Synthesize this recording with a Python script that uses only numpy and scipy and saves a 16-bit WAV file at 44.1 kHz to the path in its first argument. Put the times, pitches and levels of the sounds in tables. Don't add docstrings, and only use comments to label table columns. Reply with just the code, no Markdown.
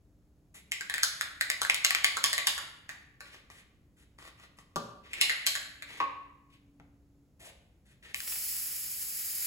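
import sys
import numpy as np
from scipy import signal
from scipy.fft import rfft, irfft, next_fast_len
from scipy.io import wavfile

SR = 44100
rng = np.random.default_rng(int(sys.argv[2]) if len(sys.argv) > 2 else 0)


def master_out(mix):
    frames = np.transpose(np.atleast_2d(mix))
    ceiling = np.clip(frames, -1, 1)
    pcm = np.round(ceiling * 32767).astype(np.int16)
    wavfile.write(sys.argv[1], SR, pcm)


N = 417186


def from_db(db):
    return 10 ** (np.asarray(db) / 20)


def rms_one(x):
    return x / np.sqrt(np.mean(x ** 2) + 1e-20)


def in_time(rows):
    s, *columns = np.transpose(rows)
    return [np.interp(np.arange(N) / SR, s, c) for c in columns]


def at_hz(points, hz, axis=1):
    points = np.array(points)
    return np.interp(np.log(np.maximum(hz, 1)), np.log(points[:, 0]), points[:, axis])


def band(x, low_hz, high_hz, order=2):
    edges_hz = [low_hz, min(high_hz, SR / 2 - 1)]
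    return signal.sosfilt(signal.butter(order, edges_hz, "band", fs=SR, output="sos"), x)


def add(track, s, sound):
    at = round(s * SR)
    track[at:at + len(sound)] += sound[:N - at]


def drift(rate):
    knots = rng.standard_normal(int(rate * N / SR) + 2)
    return rms_one(np.interp(np.arange(N) * rate / SR, np.arange(len(knots)), knots))


def coloured(x, colour):
    size = next_fast_len(N)
    gain = from_db(at_hz(colour, np.fft.rfftfreq(size, 1 / SR)))
    return rms_one(irfft(rfft(x, size) * gain, size)[..., :N])


def grains(per_s, spread_db):
    sizes = from_db(spread_db * np.minimum(rng.exponential(1, N), 4)) * rng.choice([-1, 1], N)
    return rms_one(sizes * (rng.random(N) < per_s / SR))


def late(x, ms):
    return np.interp(np.arange(N) - ms * SR / 10 ** 3, np.arange(N), x)


def decay(t, t60):
    return np.exp(-np.log(1000) * t / t60)


def ring(t, hz, t60):
    return np.sin(2 * np.pi * hz * t) * decay(t, t60)


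def burst(x, db):
    return from_db(db) * x / np.sqrt(np.sum(x ** 2) * 10 ** 3 / SR)


def snaps(crack_t60=.007, edge_db=-7, chatter_db=-12, chatter_t60=0.16, cavity_hz=1140, count=4):
    # start_s [s], shell_hz [Hz], shell_db [dB], crack_db [dB]
    plastic_snaps = [(0.719, 2130, -23, -27.5), (0.809, 1630, -28, -36.5), (0.898, 1810, -23, -33),
                     (0.9403, 1840, -21.5, -29), (0.981, 1920, -23.5, -34.5), (1.0328, 1530, -21, -15.5),
                     (1.211, 1715, -20.5, -27.5), (1.4108, 1920, -17, -25.5), (1.501, 2000, -18.5, -24),
                     (1.6166, 1350, -23.5, -23), (1.6496, 1670, -22, -35), (1.6985, 2200, -11.5, -26),
                     (1.7447, 2140, -31, -25), (1.8475, 2060, -16.5, -16.5), (1.907, 1940, -18, -25),
                     (1.9488, 2200, -16, -27.5), (2.0447, 2140, -13, -17), (2.1695, 1300, -23.5, -28),
                     (2.2403, 1830, -19, -15), (2.3303, 1930, -21.5, -22.5), (2.3797, 1980, -19.5, -26),
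                     (2.4703, 1890, -20.5, -16), (2.579, 1424, -27.5, -33.5), (2.892, 1860, -29.5, -41.5),
                     (3.206, 1740, -36, -45), (5.133, 2200, -27, -36.5), (5.2128, 2170, -15.5, -14.5),
                     (5.296, 2040, -16, -30), (5.3017, 1970, -21, -41), (5.4657, 1920, -23.5, -16),
                     (5.553, 1730, -23.5, -28.5), (5.823, 2090, -31, -45), (8.1447, 2200, -28, -37),
                     (8.204, 1800, -38, -40)]
    # time_s [s], cavity_db [dB relative to the shell]
    hollowness = [(.7, -16), (1.5, -13.5), (2.3, -6), (3.2, -4.5), (5.25, -18), (5.5, -6.5), (5.8, -10),
                  (8.1, -17.5)]
    # time_s [s], facing_db [dB]
    facing = [(.9, 0.5), (1.3, 1.5), (1.95, 2.5), (2.3, -.5), (2.9, -1.5), (5.45, -1.5), (8.1, 5)]
    shell_t60 = .012
    after_slip_s, after_slip_db = .014, -12
    sizzle_per_crack = 0.88
    lead_s, lead_db = .005, -14.5
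    direct_db, room_db = -2, 2.32

    direct, to_room = np.zeros(N), np.zeros((count, N))
    t = np.arange(SR // 10) / SR
    for k, (s, hz, shell_db, crack_db) in enumerate(plastic_snaps):
        tear, again, tiny, strain = rng.standard_normal((4, len(t)))
        since = t - after_slip_s * rng.uniform(.5, 1.5)
        edge = burst(1.0 * (t == 0), edge_db)
        crack = burst(tear * decay(t, crack_t60), 0)
        after = burst(again * (since > 0) * decay(np.abs(since), crack_t60), after_slip_db)
        chatter = burst(tiny ** 5 * decay(t, chatter_t60), 0)
        slip = edge + crack + after + from_db(chatter_db) * chatter

        shell = burst(band(ring(t, hz, shell_t60), hz / 1.2, hz * 2.8, order=1), db=1.85)
        shell = shell + burst(band(slip, hz / 1.218, hz * 1.248), db=1.5)
        cavity = burst(ring(t, cavity_hz, 0.054), 0) + burst(band(slip, 560, 1100, order=3), db=-6.0)
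        cap = shell + burst(cavity, np.interp(s, *np.transpose(hollowness)))
        sizzle = burst(band(slip, 6675, 11280, order=3), 0) + burst(band(slip, 12500, 16500), db=-13.5)
        snap = burst(cap, shell_db) - burst(band(slip, 3000, 5300), crack_db)
        snap = snap + burst(sizzle, crack_db * sizzle_per_crack)
        lead = burst(band(strain * decay(t, .03), 1600, 11000), crack_db + lead_db)

        facing_db = np.interp(s, *np.transpose(facing))
        for at, sound in (s - lead_s, lead), (s, snap):
            add(direct, at, sound * from_db(direct_db + facing_db))
            add(to_room[k % count], at, sound * from_db(room_db - facing_db / 2))
    return direct, to_room


def spray(flutter_db=1.0, spit_s=0.0039, jet_db=4.5, splatter_db=-14.5):
    # time_s [s], strength_db [dB]
    strength = [(8.29, -38.5), (8.58, -37), (8.7, -39.5), (9.15, -40), (9.45, -36.5)]
    # time_s [s], delay_ms [ms]
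    sheet_echo = [(8.2, 0.39), (8.7, 0.41), (9.0, 0.41), (9.25, 0.42), (9.46, 0.43)]
    # pitch_hz [Hz], level_db [relative dB per Hz]
    jet_colour = [(2500, -35), (4000, -19.5), (5000, -6.5), (6100, -7.5), (7300, -5), (8600, 1.5),
                  (10000, 0.5), (13000, 1.5), (16000, -3.5)]
    # pitch_hz [Hz], level_db [relative dB per Hz]
    splatter_colour = [(300, -17), (700, -13.5), (1200, -3.5), (2000, 1), (3000, 0.5), (4000, 0.5),
                       (6000, -6.5), (10000, -25)]
    # time_s [s], splatter_gain_db [dB]
    spits = [(8.277, 14.5), (8.324, 14.5), (8.359, 9.5)]
    valve_s, full_open_s, opening_s = 8.146, 8.28, 0.046
    throttled_jet_db, throttled_splatter_db = -8, -2
    sheet_echo_gain = .3

    t = np.arange(N) / SR
    strength_db, = in_time(strength)
    throttled = np.clip((full_open_s - t) / opening_s, 0, 1)
    spits_db = sum(db * np.exp(-((t - s) / spit_s) ** 2) for s, db in spits)
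    flow = np.clip((t - valve_s) / 0.0077, 0, 1) * from_db(strength_db + flutter_db * drift(120))
    jet = coloured(rng.standard_normal(N), jet_colour) * from_db(jet_db + throttled_jet_db * throttled)
    droplets = coloured(grains(per_s=9000, spread_db=3.0), splatter_colour)
    droplets = droplets * from_db(splatter_db + throttled_splatter_db * throttled + spits_db)
    hiss = flow * (jet + droplets)
    return hiss + sheet_echo_gain * late(hiss, *in_time(sheet_echo))


def knocks(count=8):
    # [all dB, for the first contact]
    landings = [(4.7595, .01, 1176, -24.5, -26.5, -22, -45.5, -29),
                (6.002, .066, 1098, -17.5, -47.5, -28.5, -25.5, -46.5),
                (6.799, .004, 1100, -72, -41.5, -49.5, -53, -68.5)]
    # multiple [of the cavity pitch], level_db [relative dB], t60 [s]
    cap_modes = [(.855, -27, .05), (1.002, 0, 0.053), (1.12, -5, 0.029)]
    # pitch_hz [Hz], level_db [relative dB], t60 [s]
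    bench_modes = [(66, -35, .2), (119, -16, 0.22), (178.2, -27, 0.21), (500, -22.5, 0.026),
                   (980, -19.5, .06)]
    rock_gap_s, rock_slowing, rock_loss_db = .0056, 1.3, 3.5

    out, t = np.zeros(N), np.arange(SR // 2) / SR
    gaps_s = rock_gap_s * rock_slowing ** np.arange(count) * rng.uniform(.85, 1.3, count)
    contacts_s = np.append(0, np.cumsum(gaps_s))
    for s, rocking_s, cavity_hz, ring_db, boom_db, thud_db, clack_db, tick_db in landings:
        scuffs = rng.standard_normal((len(contacts_s), len(t))) * decay(t, 0.012)
        cap = sum(from_db(db) * ring(t, multiple * cavity_hz, t60) for multiple, db, t60 in cap_modes)
        top = sum(from_db(db) * ring(t, hz, t60) for hz, db, t60 in bench_modes)
        for k, delay_s in enumerate(contacts_s[contacts_s < rocking_s]):
            blow = burst(1.0 * (t == 0), 0) + burst(scuffs[k], db=-5)
            bench = top + burst(band(blow, 130, 280), db=-7.0)
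            thud = burst(band(blow, 250, 1120, order=5), db=-4.5)
            thud = thud + burst(band(blow, 900, 1400, order=3), db=-0.5)
            body = from_db(ring_db) * band(cap, 800, 1200) + from_db(boom_db) * bench + from_db(thud_db) * thud
            edge = burst(band(blow, 1600, 2700), clack_db) - burst(band(blow, 2800, 11000), tick_db)
            add(out, s + delay_s, from_db(-rock_loss_db * k) * (body + edge))
    return out


def rubs(rise_s=0.007, fall_s=0.019, uneven_db=2.7, resonance_gain=0.44):
    # start_s [s], length_s [s], resonance_hz [Hz], rub_db [dB], swish_db [dB]
    strokes = [(0.54, 0.026, 2200, -59.5, -52.5), (3.247, 0.13, 1940, -61, -69.5),
               (3.5, 0.093, 1990, -64, -65.5), (3.962, 0.06, 1500, -72, -69.5),
               (4.18, 0.1, 1350, -59.5, -63), (4.371, .07, 1300, -62.5, -69.5),
               (4.567, 0.039, 1140, -65.5, -63), (5.03, 0.12, 2200, -63.5, -77.5),
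               (5.15, 0.092, 2490, -47.5, -62.5), (5.87, .12, 2080, -54.5, -62),
               (6.497, 0.04, 2420, -65, -72), (7.393, 0.096, 634, -59, -57.5), (7.85, .074, 1800, -74, -73),
               (8.024, 0.071, 1900, -56.5, -64.5)]
    # pitch_hz [Hz], level_db [relative dB per Hz]
    rub_colour = [(150, -7.5), (400, -2.5), (750, -9.5), (1200, -5.5), (2000, 6.5), (3200, 3), (5000, -6.5),
                  (9000, -24.5)]
    # pitch_hz [Hz], level_db [relative dB per Hz]
    swish_colour = [(2500, -16), (5000, -11.5), (7500, 5), (10500, 6.5), (13000, -7.5), (16000, -13)]

    out, t = np.zeros(N), np.arange(SR // 2) / SR
    friction = grains(per_s=6000, spread_db=2.0) * from_db(uneven_db * drift(60))
    rub, swish = coloured(friction, rub_colour), coloured(friction, swish_colour)
    for s, length_s, hz, rub_db, swish_db in strokes:
        now = round(s * SR) + np.arange(len(t))
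        envelope = (1 - np.exp(-t / rise_s)) * np.exp(-np.maximum(t - length_s, 0) / fall_s)
        resonance = rms_one(band(friction[now], hz / 1.15, hz * 1.15, order=1))
        body = 1.1 * rub[now] + resonance_gain * resonance
        add(out, s, envelope * (from_db(rub_db) * body + from_db(swish_db) * swish[now]))
    return out


def taps(tick_db=-5, uneven_db=0.5, count=8):
    # start_s [s], length_s [s], level_db [mean dB of a tap's modes]
    grips = [(0.548, .02, -51), (3.345, .02, -46), (3.501, .02, -43.5), (4.187, .12, -45),
             (4.398, .04, -52), (4.587, .02, -44.5), (5.906, .09, -46.5)]

    out, t = np.zeros(N), np.arange(SR // 20) / SR
    cap = ring(t, 1170, .018) + ring(t, 1950, .015)
    for s, length_s, db in grips:
        gaps_s = rng.uniform(.0245, .0392, count)
        delays_s = np.append(0, np.cumsum(gaps_s))
        levels_db = db + uneven_db * rng.standard_normal(len(delays_s))
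        nails = rng.standard_normal((len(delays_s), len(t))) * decay(t, .015)
        nails = band(nails, 2500, 10000)
        for delay_s, level_db, nail in zip(delays_s[delays_s < length_s], levels_db, nails):
            add(out, s + delay_s, burst(cap, level_db) + burst(nail, level_db + tick_db))
    return out


def background(side_db=-13):
    # pitch_hz [Hz], level_db [relative dB per Hz]
    floor_colour = [(20, -11), (32, -10.5), (48, 2.5), (65, 4.5), (90, -1), (130, -1.5), (200, -6),
                    (300, -10), (500, -18), (1000, -29.5), (3000, -39), (8000, -39.5), (16000, -42.5)]
    # [dB rms, before the waver]
    drone_level = [(0, -76), (5.3, -79), (5.9, -67), (7.2, -68.5), (7.6, -87.5)]
    floor_db = -64
    drone_hz, sag_hz_per_s = 299, 2.1

    mid, side = coloured(rng.standard_normal((2, N)), floor_colour)
    side = from_db(side_db) * side + 0.49 * band(side, 700, 16000)
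    drone_db, = in_time(drone_level)
    hz = drone_hz - sag_hz_per_s * np.arange(N) / SR + 0.98 * drift(25)
    drone = np.sqrt(2) * np.sin(2 * np.pi * np.cumsum(hz) / SR) * from_db(drone_db + 2 * drift(14))
    return from_db(floor_db) * (mid + side * [[1], [-1]]) + drone


def garage(x, bench_ms=6.2, bench_gain=0.32, early_db=-6.0, early_t60=0.18, tail_db=-3.5, alike_hz=560):
    # pitch_hz [Hz], tail_t60 [s], level_db [dB on scatter and tail]
    reverberation = [(100, .6, 4.5), (424, 0.81, 6), (1100, 0.71, 2.5), (2200, 0.8, 0), (3890, .62, 3),
                     (6560, 0.48, -1.5), (11000, 0.59, -8), (17700, 0.2, -2)]

    t = np.arange(3 * SR // 4) / SR
    white, edges_hz = rng.standard_normal((2, 2, len(t))), np.geomspace(50, 18000, 18)
    response = 0
    for k, (low, high) in enumerate(zip(edges_hz, edges_hz[1:])):
        hz = np.sqrt(low * high)
        power = 0
        for db, t60 in (early_db, early_t60), (tail_db, at_hz(reverberation, hz)):
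            rate = np.log(10 ** 6) / t60
            power = power + from_db(db) ** 2 * rate / SR * np.exp(-rate * t)
        alike = 1 / (1 + (hz / alike_hz) ** 2)
        mid, side = band(white[k % 2], low, high)
        ears = np.sqrt((1 + alike) / 2) * mid + np.sqrt((1 - alike) / 2) * side * [[1], [-1]]
        response = response + ears * np.sqrt(power) * from_db(at_hz(reverberation, hz, axis=2))
    response = response * np.clip(t / 0.0019 - .3, 0, 1)
    echo = bench_gain * np.array([late(x, bench_ms + 0.12), late(x, bench_ms)])
    return signal.fftconvolve(x[None], response, axes=1)[:, :N] + echo


def scene(side_lag_ms=0.15, knock_room_db=0.46, spray_room_db=-1.0):
    snap_direct, snap_room = snaps()
    knock, touch, hiss = knocks(), rubs() + taps(), spray()
    right = snap_direct + from_db(-1.0) * knock + from_db(-1.5) * touch
    left = from_db(3.0) * late(right, side_lag_ms)
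    direct = np.array([left, right]) + from_db(-2.0) * hiss
    feeds = [*snap_room, from_db(knock_room_db) * knock + touch + from_db(spray_room_db) * hiss]
    return direct + sum(garage(feed) for feed in feeds) + background()


def record(dry, join_hz=6400):
    shared, lag_s, cutoff_hz = .93, .000222, 15800
    size = next_fast_len(N + SR // 10)
    hz = np.fft.rfftfreq(size, 1 / SR)
    left, right = rfft(dry, size)
    share = shared * (1 + np.tanh((hz - join_hz) / 700)) / 2
    lagged = right * np.exp(-2j * np.pi * hz * lag_s)
    left = np.sqrt(1 - share) * left - np.sqrt(share) * lagged
    steep = signal.ellip(10, .1, 70, cutoff_hz, fs=SR, output="sos")
    return signal.sosfilt(steep, irfft(np.array([left, right]), size)[:, :N])


dry = scene()
out = record(dry)
master_out(out)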